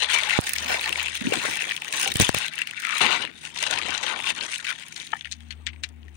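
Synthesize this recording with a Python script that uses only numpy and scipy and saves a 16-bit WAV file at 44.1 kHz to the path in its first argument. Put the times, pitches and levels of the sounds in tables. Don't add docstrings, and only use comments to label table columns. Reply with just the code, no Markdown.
import sys
import numpy as np
from scipy import signal
from scipy.fft import rfft, irfft
from scipy.io import wavfile
from scipy.ndimage import uniform_filter1d

SR = 44100
rng = np.random.default_rng(int(sys.argv[2]) if len(sys.argv) > 2 else 0)


def unload_wav(signal):
    wavfile.write(
        sys.argv[1],
        SR,
        np.round(np.clip(np.atleast_2d(signal).T, -1, 1) * 32767).astype(np.int16),
    )


N = 272008

# f/Hz, relative density/dB
AIR_SPECTRUM = [(30, -4), (80, 5.5), (280, 3.5), (480, -35), (700, -6), (1300, -24), (2500, -26.5),
                (5000, -44), (16000, -19)]
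# left/dB, right/dB
AIR_RMS_DB = [-56, -62.5]
# t/s, level/dB
HUM_LEVEL = [(0, -54), (.51, -54.5), (.62, -42), (.84, -54), (.98, -46.5), (1.2, -53), (1.6, -77),
             (2.0, -72), (2.15, -48), (2.37, -51), (2.7, -106), (3.18, -62), (3.54, -58), (3.76, -56.5),
             (4.28, -62), (4.41, -66), (5.21, -63), (5.27, -47), (5.5, -41), (5.62, -40.5), (5.77, -38),
             (5.9, -42), (6.17, -41)]
# f/Hz, base level/dB
HUM_OVERTONES = [(156, -60), (233, -57.5), (335, -64)]
# start/s, end/s
THIN_TONE_STRETCHES = [(5.41, 5.5), (5.55, 5.66), (5.72, 5.82)]
# f/Hz, gain/dB
LEFT_COLOUR = [(40, -56), (90, -17.5), (300, -16.5), (700, -15), (1300, -8), (1900, 3.5), (2700, 3.5),
               (3600, 0), (4400, -5), (5200, -10), (6200, -8.5), (7600, -14), (8500, -13.5), (9300, -24),
               (11000, -43.5), (12500, -46), (15400, -33.5), (15800, -43), (16200, -93.5)]
# f/Hz, gain/dB
RIGHT_COLOUR = [(40, -14.5), (90, -19), (300, -12), (1000, -14), (2500, -8), (6000, -10.5), (7700, -13),
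                (9200, -2), (10300, -11), (12000, -20.5), (13800, -25.5), (14600, -12.5), (15600, -9.5),
                (16000, -24.5), (16600, -38)]
# t/s, left peak/dB
CARTON_CONTACTS = [(5.129, -22), (5.132, -7), (5.1343, -10.5), (5.1363, -12.5), (5.146, -25), (5.1535, -22),
                   (5.1625, -34)]
# f/Hz, relative level/dB, t60/s
CARTON_MODES = [(805, -10, 0.047), (882, -2.5, 0.022), (1280, 1.5, 0.019), (1766, 5, 0.021),
                (2280, -1.5, 0.016), (3065, -1.5, 0.013)]
# start/s, length/s, left level before fades/dB, first f/Hz, last f/Hz
CLOTH_SCRAPES = [(2.814, 0.18, -29.5, 1420, 1140), (3.622, 0.15, -37.5, 1320, 940),
                 (4.064, 0.154, -37, 1210, 890), (4.654, 0.075, -31, 1760, 1280)]
# t/s, mean peak of both sides/dB, ring f/Hz, t60/s, left minus right/dB
BAG_SLUMPS = [(0.649, -36, 254, 0.15, 4), (0.7, -27, 730, 0.032, -7), (0.742, -20, 671, 0.024, 0),
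              (1.211, -25, 250, 0.037, -7.5), (1.246, -23, 254, 0.096, -6), (1.267, -15.5, 293, 0.033, 4.5),
              (1.32, -15, 523, 0.01, 10.5), (1.334, -23.5, 770, 0.046, -1), (1.449, -24.5, 623, 0.021, 10),
              (2.06, -25, 795, 0.12, -3), (3.026, -29, 890, 0.084, 15), (3.048, -29.5, 280, 0.012, 12)]
# t/s, left push/1, right push/1, decay time/ms
MIC_BUMPS = [(0.3893, 0, 2.5, 0.62), (2.156, 0, 0.7, 1.8), (2.1984, 1.8, 0.7, 1.05),
             (2.208, 0.7, -1.5, 0.53), (2.2194, 0.94, 0.4, 1.5), (2.229, 0.16, 0.3, 1.5),
             (2.2915, -2.5, 0.5, 0.33), (2.2922, -0.3, 0.3, 1.8), (2.345, -1.4, -0.8, 0.19),
             (2.365, 0.2, 0.2, 1.5)]
# t/s, left peak/dB, right peak/dB, ring f/Hz, t60/s, top-band sheen/dB
FOLD_SNAPS = [(0.1208, -8, -15, 3150, 0.0075, 2), (0.1883, -16, -11.5, 2820, 0.004, 9),
              (0.2346, -6, -15.5, 3560, 0.0081, 0), (0.296, -6, -13.5, 2650, 0.0084, 1),
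              (0.3077, -5.0, -17.5, 2580, 0.0094, -12), (0.4123, -29, -16, 2930, 0.0061, 22),
              (0.494, -10, -8.5, 2570, 0.0039, 9), (0.535, -17, -8, 2630, 0.012, 33),
              (0.562, -12, -19, 2230, 0.02, -3), (0.5844, -5, -20, 2600, 0.0031, 22),
              (0.661, -13, -21, 2580, 0.0053, -2), (0.794, -12, -30, 3770, 0.012, -6),
              (0.8119, -14, -16, 2460, 0.014, 1), (0.842, -9, -23, 2620, 0.0057, -20),
              (0.859, -10.5, -26, 4130, 0.013, -5), (0.8768, -10, -28, 2180, 0.0026, -5),
              (0.8854, -14, -28, 1920, 0.0039, 5), (0.8932, -8.5, -21, 3060, 0.0045, 5),
              (0.9266, -7.5, -15.5, 2770, 0.025, -4), (0.9574, -11, -33, 2220, 0.012, 0),
              (0.9973, -8.5, -27, 2620, 0.0064, -1), (1.005, -11, -21, 2820, 0.007, -7),
              (1.03, -23, -13.5, 1970, 0.012, 3), (1.0593, -12.5, -23, 2690, 0.0078, 1),
              (1.071, -10.5, -26, 2700, 0.0088, -22), (1.083, -11.5, -17.5, 2700, 0.0098, -2),
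              (1.154, -16.5, -16, 2520, 0.0051, 6), (1.174, -17, -22, 2150, 0.008, 2),
              (1.269, -10, -24, 2640, 0.0061, -10), (1.322, -13, -24, 2780, 0.025, 0),
              (1.339, -8.5, -13, 2220, 0.0055, 9), (1.512, -15, -22, 2700, 0.008, 6),
              (1.5347, -16, -27, 2820, 0.008, 11), (1.5568, -11, -21, 3300, 0.0047, 5),
              (1.5718, -21, -19, 2690, 0.01, 12), (1.5912, -11.5, -33, 2630, 0.018, -14),
              (1.613, -13, -32, 2930, 0.0041, -5), (1.621, -9.5, -22, 2600, 0.014, -13),
              (1.6415, -11, -29, 2150, 0.0045, -15), (1.6932, -9.5, -21, 3320, 0.0059, -10),
              (1.7111, -6.5, -25, 2600, 0.0063, -15), (1.7197, -13, -15.5, 1870, 0.0063, -11),
              (1.755, -24, -25, 1920, 0.0056, 5), (1.765, -10, -24, 3310, 0.0069, 14),
              (1.777, -14.5, -26, 2800, 0.0056, -4), (1.8208, -13, -21.5, 2560, 0.0025, 0),
              (1.8468, -15, -22, 2520, 0.0046, 4), (1.8795, -18.5, -36, 1900, 0.0054, -7),
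              (1.9262, -10.5, -17.5, 2610, 0.0086, 15), (1.96, -26, -26, 2700, 0.0045, 17),
              (1.969, -32, -14, 2280, 0.0058, 6), (1.9982, -13, -14, 2680, 0.007, 5),
              (2.0307, -7, -9.5, 2740, 0.0053, 20), (2.077, -6.5, -10.5, 3000, 0.0055, 11),
              (2.1184, -10, -15.5, 3770, 0.02, -1), (2.1408, -26.0, -15, 2840, 0.0096, 15),
              (2.1573, -10, -13, 3030, 0.0098, 7), (2.1703, -22, -8.5, 3060, 0.0077, 21),
              (2.2, -3, -3, 3830, 0.012, 5), (2.221, -10, -6, 2800, 0.01, 7),
              (2.2687, -9, -14, 3300, 0.008, -6), (2.2914, -5.5, -5.5, 1400, 0.005, 14),
              (2.347, -8, -9.5, 2480, 0.01, 19), (2.387, -25, -11, 2600, 0.009, 18),
              (2.423, -16, -32, 1960, 0.0063, -14), (2.464, -14, -19, 2220, 0.0098, 7),
              (2.4825, -12, -20.5, 3320, 0.0082, 1), (2.5366, -18, -21, 2910, 0.0073, 2),
              (2.557, -29, -21, 2330, 0.01, 16), (2.5799, -11, -29, 2800, 0.0094, -1),
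              (2.5893, -16.0, -17.5, 1710, 0.0091, 3), (2.6174, -7, -18.5, 2720, 0.021, 0),
              (2.6727, -14, -18.5, 2820, 0.011, 4), (2.711, -16, -22, 2780, 0.0051, 7),
              (2.802, -32, -19, 3660, 0.0044, 22), (2.8215, -19, -20, 3100, 0.0079, 8),
              (2.8505, -7.5, -19, 2220, 0.0047, 3), (2.8693, -11, -21, 2680, 0.0054, 7),
              (2.892, -11, -22, 2280, 0.011, -2), (2.9813, -16, -16, 3250, 0.039, 14),
              (3.452, -13.5, -26, 2730, 0.0072, 12.5), (3.5618, -15.5, -30, 2890, 0.0044, 9),
              (3.576, -11, -24, 3800, 0.0026, 17), (3.5886, -16, -24, 4330, 0.023, 14),
              (3.627, -7.5, -15, 2970, 0.016, 19), (3.6387, -9, -20, 3700, 0.0075, 6),
              (3.71, -7.5, -19, 3620, 0.019, 19), (3.7382, -9, -25, 2000, 0.0033, 14),
              (3.7755, -9, -25, 3300, 0.0051, -3), (3.7873, -9, -20, 2540, 0.023, 12),
              (3.816, -9.5, -28, 2450, 0.0022, 2), (3.8855, -15, -24, 2430, 0.0124, 15),
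              (3.907, -15, -25, 2970, 0.0022, 13), (3.9488, -9, -36, 3980, 0.012, -1),
              (3.9776, -10.5, -40, 3960, 0.018, 14), (4.0657, -10, -25, 3600, 0.0098, -1),
              (4.2417, -13.5, -27, 2480, 0.0088, 5), (4.271, -12.5, -29, 2370, 0.015, 0),
              (4.3038, -8, -22, 2650, 0.011, 2), (4.389, -19, -34, 3060, 0.007, 0),
              (4.4091, -10.5, -37, 4350, 0.039, -6), (4.559, -16, -26.5, 2970, 0.02, 3),
              (4.5835, -33, -22, 3790, 0.004, 24), (4.668, -12, -28, 3670, 0.011, 3),
              (4.6846, -11, -26.5, 3740, 0.0062, -4), (4.7042, -9.5, -20, 1480, 0.01, 0),
              (4.8355, -25, -38, 2920, 0.0066, -3), (4.8847, -46, -27, 2460, 0.0077, 22),
              (4.924, -20.5, -33, 2330, 0.025, 14), (4.963, -12.5, -27, 4200, 0.002, 13),
              (4.979, -20, -30.0, 3600, 0.0071, 21), (5.0002, -17.5, -37, 3650, 0.0073, 16),
              (5.0732, -21, -31, 3700, 0.003, 7), (5.1192, -24.5, -42, 3900, 0.0086, 8),
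              (5.21, -16.5, -42, 3430, 0.0059, -4), (5.247, -17.5, -44, 2830, 0.0037, -18),
              (5.2547, -19, -45, 1880, 0.0022, -12), (5.2724, -25, -43, 2080, 0.0052, -8),
              (5.314, -16.5, -31, 3930, 0.0084, 17), (5.3186, -16, -34, 4100, 0.0034, 15),
              (5.3232, -9.5, -38, 3970, 0.0033, 17), (5.3298, -17, -34, 4100, 0.003, 17),
              (5.406, -29, -39, 3330, 0.0057, 8), (5.5062, -19, -39, 4330, 0.075, 0),
              (5.5251, -22, -33, 2900, 0.0035, 1), (5.6672, -6.5, -31, 3490, 0.002, 7.5),
              (5.671, -12, -34, 2350, 0.0024, -6), (5.6887, -18.5, -44, 2130, 0.0016, -9),
              (5.7323, -29.5, -59, 2150, 0.0019, -9), (5.761, -32.5, -60, 2390, 0.0059, -19),
              (5.8363, -9.5, -25, 4000, 0.0024, 11), (5.84, -17, -33, 1700, 0.0051, 16),
              (5.8897, -36, -36, 3350, 0.011, 23), (6.0302, -36, -66, 3060, 0.0086, -16),
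              (6.082, -35, -48, 1860, 0.019, -2)]
# t/s, level/dB
HAND_EFFORT = [(0, -21.5), (.035, -16.5), (.073, -31), (.1, -18), (.122, -21.5), (.144, -15), (.18, -23),
               (.378, -20.5), (.394, -31.5), (.455, -32), (.472, -22.5), (.488, -29.5), (.599, -32),
               (.725, -20.5), (.789, -29.5), (.878, -28), (.913, -36), (.999, -23.5), (1.078, -30.5),
               (1.304, -32.5), (1.335, -19.5), (1.367, -28), (1.442, -21.5), (1.586, -31), (1.706, -29),
               (1.766, -42), (1.882, -34.5), (2.054, -18.5), (2.146, -41), (2.214, -17), (2.322, -33.5),
               (2.36, -24), (2.464, -28), (2.504, -37.5), (2.609, -31), (2.654, -38), (2.809, -32),
               (2.9, -25), (2.975, -21), (3.003, -25.5), (3.008, -14), (3.07, -17), (3.167, -18.5),
               (3.185, -24.5), (3.239, -25.5), (3.258, -32.5), (3.352, -46), (3.462, -36), (3.517, -41.5),
               (3.61, -26), (3.633, -20.5), (3.654, -27), (3.668, -21), (3.692, -26.5), (3.72, -24),
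               (3.83, -28), (3.96, -25), (4.041, -26.5), (4.11, -24), (4.151, -24), (4.225, -31.5),
               (4.305, -26.5), (4.33, -34), (4.43, -28.5), (4.47, -32), (4.556, -23.5), (4.595, -35.5),
               (4.694, -27), (4.75, -36.5), (4.83, -38), (4.9, -43), (4.965, -38), (5.06, -39.5),
               (5.11, -51), (5.19, -39.5), (5.235, -55), (5.26, -46.5), (5.3, -49.5), (5.43, -56),
               (5.602, -63), (6.101, -63), (6.166, -53)]
# t/s, right share/dB, cereal re crackle/dB, film sheen re crackle/dB, thud level/dB
BAG_MOTION = [(0, -21, -12, -12, -89), (.37, -9.5, -13.5, -10, -78), (.45, 3, -16, -6.5, -67),
              (.62, -2.5, -13, -7, -48), (.9, -0.5, -3.5, -10, -54), (1.05, -12.5, -15.5, -10, -61),
              (1.3, -3.5, -13.5, -7.5, -32), (1.44, -6.5, -9, -9.5, -40), (1.7, 0, -13, -9, -55),
              (1.86, -5.5, -6, -6, -60), (2.1, -6.5, -17, -4.5, -44.5), (2.36, -8, -15, -8.5, -56),
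              (2.48, -13, -16.5, -10.5, -57), (2.65, -13, -19.5, -13.5, -57), (2.9, -12, -25, -12.5, -70),
              (3.0, -8, -32, -12.5, -66), (3.011, -17, -6.5, -22.5, -34.5), (3.12, -20, -7, -13.5, -39.5),
              (3.24, -17.5, -9, -11.5, -40), (3.28, -12, -18, -13.5, -50.5), (3.4, -9, -16, -8.5, -58),
              (3.55, -27, -11.5, -4.5, -61), (3.8, -34, -5, -11.5, -40.5), (4.04, -43, -7.5, -3.5, -50),
              (4.15, -18, -4.5, -15, -49), (4.25, -11, -14.5, -7, -54), (4.42, -23, -7.5, -7.5, -46.5),
              (4.55, -19, -19, -5, -57), (4.7, -16, -14.5, -8, -65), (4.95, -18, -15.5, -5, -62),
              (5.16, -11, -22, -4.5, -62), (5.3, -13, -22, -6.5, -71), (5.6, -22.5, 0, -10, -62.5),
              (6.17, -9, -5, -4.5, -57.5)]

ENGINE_HZ, THIN_TONE_HZ, THIN_TONE_DB = 76.8, 8400, -65
KNOCK_RIGHT_DB = -16.5
SCRAPE_POLE_WIDTH_HZ, SCRAPE_RIGHT_DB, SCRAPE_ROUGH_DB = 310, -27, 4
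BUMP_LAG_S = 0.0017
BUMP_RISE = 0.45
CAPSULE_HZ, CAPSULE_Q = 97, 1.04
HARD_DB, SHEEN_PER_DB = -19, 2.43
TILT_DB, TILT_PER_DB = -4, 1.33
TILT_PER_SIDE_DB = -0.41
RIGHT_THUD_DB, RIGHT_CEREAL_DB = -11.5, -2
RIGHT_SHEEN_DB, RIGHT_SHEEN_PER_DB = 1, 0.32
LEFT_TOP_DB, RIGHT_TOP_DB = -22, -7
TOP_PER_SIDE_DB = 0.46
COLOUR_DRIFT_DB, COLOUR_HZ, COLOUR_S = 2.5, 350, 0.048
RING_CYCLES = 60
LEFT_LAG_SAMPLES, BAND_LIMIT_HZ = 52, 16900


def amp(db):
    return 10 ** (np.asarray(db) / 20)


def evened(x):
    return x / np.sqrt(np.mean(x ** 2) + 1e-20)


def read(points, hz):
    f, value = np.transpose(points)
    return np.interp(np.log(hz + 1), np.log(f + 1), value)


def along(curve, s):
    times, *columns = np.transpose(curve)
    return [np.interp(s, times, c) for c in columns]


def add(mix, s, sound):
    part = mix[..., round(s * SR):][..., :sound.shape[-1]]
    part += sound[..., :part.shape[-1]]


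def causal(db):
    log_gain = np.log(amp(np.maximum(db, -100)))
    mirrored = np.r_[log_gain, log_gain[-2:0:-1]]
    return irfft(np.exp(np.conj(signal.hilbert(mirrored)))[:1025])


def wander(per_s):
    size = max(2, int(SR / per_s))
    smooth = uniform_filter1d(rng.standard_normal(N), size)
    return evened(uniform_filter1d(smooth, size))


def shares(hz, edges_hz=(380, 1250, 2700, 5200, 10800)):
    below = [1 / (1 + (hz / edge_hz) ** 10) for edge_hz in edges_hz]
    below = [0 * hz] + below + [1 + 0 * hz]
    return np.diff(below, axis=0).clip(1e-9)


def burst(noise, hz, t60, ring, alike, rise_s):
    t = np.arange(1, noise.shape[1] + 1) / SR
    alike = np.clip(alike, 0, 1)
    puff = np.array([noise[0], alike * noise[0] + np.sqrt(1 - alike ** 2) * noise[1]])
    tone = ring * np.sin(2 * np.pi * hz * t + noise[0, 0]) * np.exp(-t * hz / RING_CYCLES)
    tone = tone * [[1], [.55]]
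    decay = amp(-60 * t / np.clip(t60, .001, .3))
    return (puff + tone) * decay * (1 - np.exp(-(t / rise_s) ** 2))


def grains(pace, per_s, spread_db, low_hz, t60, ring, hiss, rise_s):
    size = amp(spread_db * np.minimum(rng.exponential(1, N), 4))
    size *= rng.random(N) < per_s * pace / SR
    kind, out = rng.integers(0, 24, N), np.zeros((2, N))
    for k, (pitch, length) in enumerate(rng.random((24, 2))):
        fold = burst(rng.standard_normal((2, 900)), low_hz * 3.5 ** pitch, t60 * 8.0 ** length,
                     ring, alike=0.023, rise_s=rise_s)
        out += signal.oaconvolve((size * (kind == k))[None], fold, axes=1)[:, :N]
    bed = evened(np.sqrt(pace) * rng.standard_normal((2, N)))
    return evened(out) + hiss * bed


def coloured(x):
    z = signal.stft(x, nperseg=512, noverlap=384)[2]
    patches = rng.standard_normal(z.shape[1:])
    for axis, size in enumerate((COLOUR_HZ * 512 / SR, COLOUR_S * SR / 128)):
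        patches = uniform_filter1d(patches, max(2, round(size)), axis=axis)
    drift = amp(COLOUR_DRIFT_DB * evened(patches))
    return signal.istft(z * drift, nperseg=512, noverlap=384)[1][:, :N]


def outdoor_air():
    hz = np.fft.rfftfreq(N, 1 / SR)
    colours_db = read(AIR_SPECTRUM, hz) + [read(LEFT_COLOUR, hz), read(RIGHT_COLOUR, hz)]
    air = irfft(rfft(rng.standard_normal((2, N))) * amp(colours_db), N)
    return np.array([amp(db) * evened(side) for db, side in zip(AIR_RMS_DB, air)])


def wavering_tone(level_db, hz):
    return amp(level_db) * np.sin(2 * np.pi * np.cumsum(hz) / SR)


def far_engine():
    hum_level_db, = along(HUM_LEVEL, np.arange(N) / SR)
    hum = wavering_tone(hum_level_db + 1.1 * wander(5.1) + wander(30), ENGINE_HZ + 0.661 * wander(3.06))
    for f, db in HUM_OVERTONES:
        level_db = db + 0.051 * (hum_level_db + 48) + 3.6 * wander(11)
        hum += wavering_tone(level_db, f + 1.46 * wander(4.6))
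    return hum * amp([[2.2], [-8.0]])


def thin_tone():
    t = np.arange(N) / SR
    gate = uniform_filter1d(sum(1. * (t > a) * (t < b) for a, b in THIN_TONE_STRETCHES), 300)
    tone = amp(THIN_TONE_DB + 2.4 * wander(62)) * gate * np.sin(2 * np.pi * THIN_TONE_HZ * t)
    return tone * amp([[-1.5], [-14.0]])


def knock():
    t, out = np.arange(3000) / SR, np.zeros((2, N))
    spots = rng.standard_normal((len(CARTON_CONTACTS), len(CARTON_MODES)))
    for (s, level_db), spot in zip(CARTON_CONTACTS, spots):
        ring = np.zeros(len(t))
        for (hz, db, t60), offset in zip(CARTON_MODES, spot):
            decay_db = -60 * t / np.clip(t60, .005, .09)
            ring += amp(db + 3.4 * offset + decay_db) * np.sin(2 * np.pi * hz * t)
        ring *= 1 - np.exp(-t / 0.0015)
        add(out, s, ring / abs(ring).max() * amp([[level_db], [level_db + KNOCK_RIGHT_DB]]))
    return out


def scrapes():
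    out, r = np.zeros((2, N)), np.exp(-np.pi * SCRAPE_POLE_WIDTH_HZ / SR)
    for s, length, db, from_hz, to_hz in CLOTH_SCRAPES:
        u = np.arange(0, 1, 1 / (length * SR))
        glide_hz = from_hz * (to_hz / from_hz) ** u
        turn = np.exp(2j * np.pi * np.cumsum(glide_hz) / SR)
        rub, other, stutter = rng.standard_normal((3, 12000))[:, :len(u)]
        rough = amp(SCRAPE_ROUGH_DB * evened(uniform_filter1d(stutter, 200)))
        rub = np.array([rub, 0.3 * rub + 0.73 * other]) * rough
        rung = (turn * signal.lfilter([1], np.convolve([1, -r], [1, -r]), rub / turn)).real
        fades = u ** 0.5 * np.minimum(12 * (1 - u), 1)
        add(out, s, evened(rung) * fades * amp([[db], [db + SCRAPE_RIGHT_DB]]))
    return out


def slumps():
    out = np.zeros((2, N))
    noises = rng.standard_normal((len(BAG_SLUMPS), 2, 4000))
    for (s, db, hz, t60, side_db), noise in zip(BAG_SLUMPS, noises):
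        fall = burst(noise, hz, t60, ring=0.7, alike=0.26, rise_s=0.0023)
        dull = signal.lfilter(*signal.butter(2, [hz * 0.56, hz * 0.96], "band", fs=SR), fall)
        gains = amp(db + np.array([[side_db / 2], [-side_db / 2]]))
        add(out, s, gains * dull / abs(dull).max(1)[:, None])
    return out


def bumps():
    t_ms, out = np.arange(900) / SR * 1000, np.zeros((2, N))
    for s, left, right, decay_ms in MIC_BUMPS:
        push = (1 - np.exp(-t_ms / (BUMP_RISE * decay_ms))) * np.exp(-t_ms / decay_ms)
        add(out[0], s + BUMP_LAG_S, left * push)
        add(out[1], s, right * push)
    w = 2 * np.pi * CAPSULE_HZ
    return signal.lfilter(*signal.bilinear([1, 0, 0], [1, w / CAPSULE_Q, w ** 2], SR), out)


def settling_crumbs(noise, ring_hz):
    crumbs = burst(noise[2:4], ring_hz, 0.062, ring=0, alike=.2, rise_s=0.002)
    crumbs *= amp(4.4 * evened(uniform_filter1d(noise[5], size=50)))
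    decay = amp(-60 * np.arange(3000) / SR / 0.05)
    contacts = noise[5] * (abs(noise[4]) > 2.45) * decay
    tick = burst(noise[2:4, :400], ring_hz, 0.003, ring=1.0, alike=.1, rise_s=.0001)
    crumbs += amp(6.0) * signal.fftconvolve(contacts[None], tick, axes=1)[:, :3000]
    return amp(-16.5) * signal.lfilter(*signal.butter(2, 4500, fs=SR), crumbs)


def soft_onset(noise, ring_hz, crackle_db):
    rise = burst(noise, ring_hz, 0.023, ring=0, alike=.2, rise_s=.0001)[:, ::-1]
    return amp(-14 + 0.45 * min(crackle_db + 32, 0)) * uniform_filter1d(rise, size=3)


def snaps():
    hz, out, lead = np.fft.rfftfreq(2048, 1 / SR), np.zeros((2, N)), 400
    noises = rng.standard_normal((len(FOLD_SNAPS), 6, 3000))
    for (s, left_db, right_db, ring_hz, t60, sheen_db), noise in zip(FOLD_SNAPS, noises):
        crack = burst(noise[:2], ring_hz, t60, ring=1.14, alike=0.036, rise_s=0.00018)
        onset = soft_onset(noise[4:, :lead], ring_hz, along(HAND_EFFORT, s)[0])
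        fold = np.c_[onset, crack + settling_crumbs(noise, ring_hz)]
        top_db = sheen_db + TOP_PER_SIDE_DB * (along(BAG_MOTION, s)[0] + 8)
        bands_db = np.array([-25.0, -12.0, 0, 0, sheen_db, top_db])
        tilt_db = 10 * np.log10(10 ** (bands_db / 10) @ shares(hz))
        for ear, (colour, db) in enumerate(((LEFT_COLOUR, left_db), (RIGHT_COLOUR, right_db))):
            heard = signal.fftconvolve(fold[ear], causal(read(colour, hz) + tilt_db))
            add(out[ear], s - lead / SR, amp(db) / abs(heard).max() * heard)
    return out


def crackle_sources(left_db):
    effort = amp(.7 * np.clip(left_db + 27, -4, 12))
    slips_db = (2.6 * wander(45) + 3.0 * wander(150)) / effort ** 0.87
    pace = effort * amp(slips_db)
    film_pace = effort * amp(0.56 * slips_db + 3.3 * wander(18) + 3.5 * wander(110))
    film = grains(film_pace, 380, spread_db=2.5, low_hz=3830, t60=0.0022, ring=0.75, hiss=0.47,
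                  rise_s=0.00055)
    pops = grains(pace, 130, spread_db=2.0, low_hz=1784, t60=0.0008, ring=0.58, hiss=0, rise_s=0.00011)
    ticks = grains(pace, 700, spread_db=3.0, low_hz=1400.0, t60=0.0076, ring=0.69, hiss=0.26,
                   rise_s=0.00029)
    lumps = grains(pace, 300, spread_db=4.0, low_hz=500.0, t60=0.048, ring=0.6, hiss=0.62, rise_s=0.0013)
    sources = [lumps,
               lumps + 0.41 * ticks + .3 * pops,
               ticks + 0.74 * pops,
               ticks + 0.88 * film + 0.7 * pops,
               film + 0.66 * pops,
               film + 2.5 * pops]
    return np.array(sources) / np.sqrt(effort)


def crackle():
    t = np.arange(N) / SR
    left_db, = along(HAND_EFFORT, t)
    side_db, cereal_db, film_db, thud_db = along(BAG_MOTION, t)
    film_db = film_db + SHEEN_PER_DB * np.maximum(left_db - HARD_DB, 0)
    tilt_db = TILT_DB + TILT_PER_DB * (film_db + 20.0) + TILT_PER_SIDE_DB * (side_db + 16.5)
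    tilt_db = np.clip(tilt_db, -6, 9)
    cereal_db, sheen_db, right_db = left_db + cereal_db, left_db + film_db, left_db + side_db
    right_sheen_db = sheen_db + RIGHT_SHEEN_DB + RIGHT_SHEEN_PER_DB * side_db
    left_levels_db = (thud_db,
                      cereal_db,
                      left_db + 2.5 - tilt_db / 2,
                      left_db - 4.0 + tilt_db / 2,
                      sheen_db,
                      sheen_db + LEFT_TOP_DB)
    right_levels_db = (thud_db + RIGHT_THUD_DB,
                       0.67 * cereal_db + 0.5 * right_db + RIGHT_CEREAL_DB,
                       right_db - 6.0 - 0.45 * tilt_db,
                       right_db - 8.0 + 0.12 * tilt_db,
                       right_sheen_db,
                       right_sheen_db + RIGHT_TOP_DB + TOP_PER_SIDE_DB * side_db)
    sources = crackle_sources(left_db)
    hz, out = np.fft.rfftfreq(2048, 1 / SR), np.zeros((2, N))
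    ears = ((LEFT_COLOUR, left_levels_db), (RIGHT_COLOUR, right_levels_db))
    for ear, (colour, levels_db) in enumerate(ears):
        for source, share, db in zip(sources, shares(hz), levels_db):
            response = causal(read(colour, hz) + 10 * np.log10(share))
            band = signal.oaconvolve(source[ear], response)[:N]
            out[ear] += amp(db) * evened(band)
    return coloured(out)


def scene():
    heard = outdoor_air() + far_engine() + thin_tone()
    heard = heard + knock() + scrapes() + slumps() + snaps() + crackle()
    heard[1] = np.roll(heard[1], -LEFT_LAG_SAMPLES)
    return heard + bumps()


def record(dry):
    low_pass = signal.firwin(511, BAND_LIMIT_HZ, window=("kaiser", 9), fs=SR)
    return signal.oaconvolve(dry.clip(-1, 1), low_pass[None], "same")


dry = scene()
out = record(dry)
unload_wav(out)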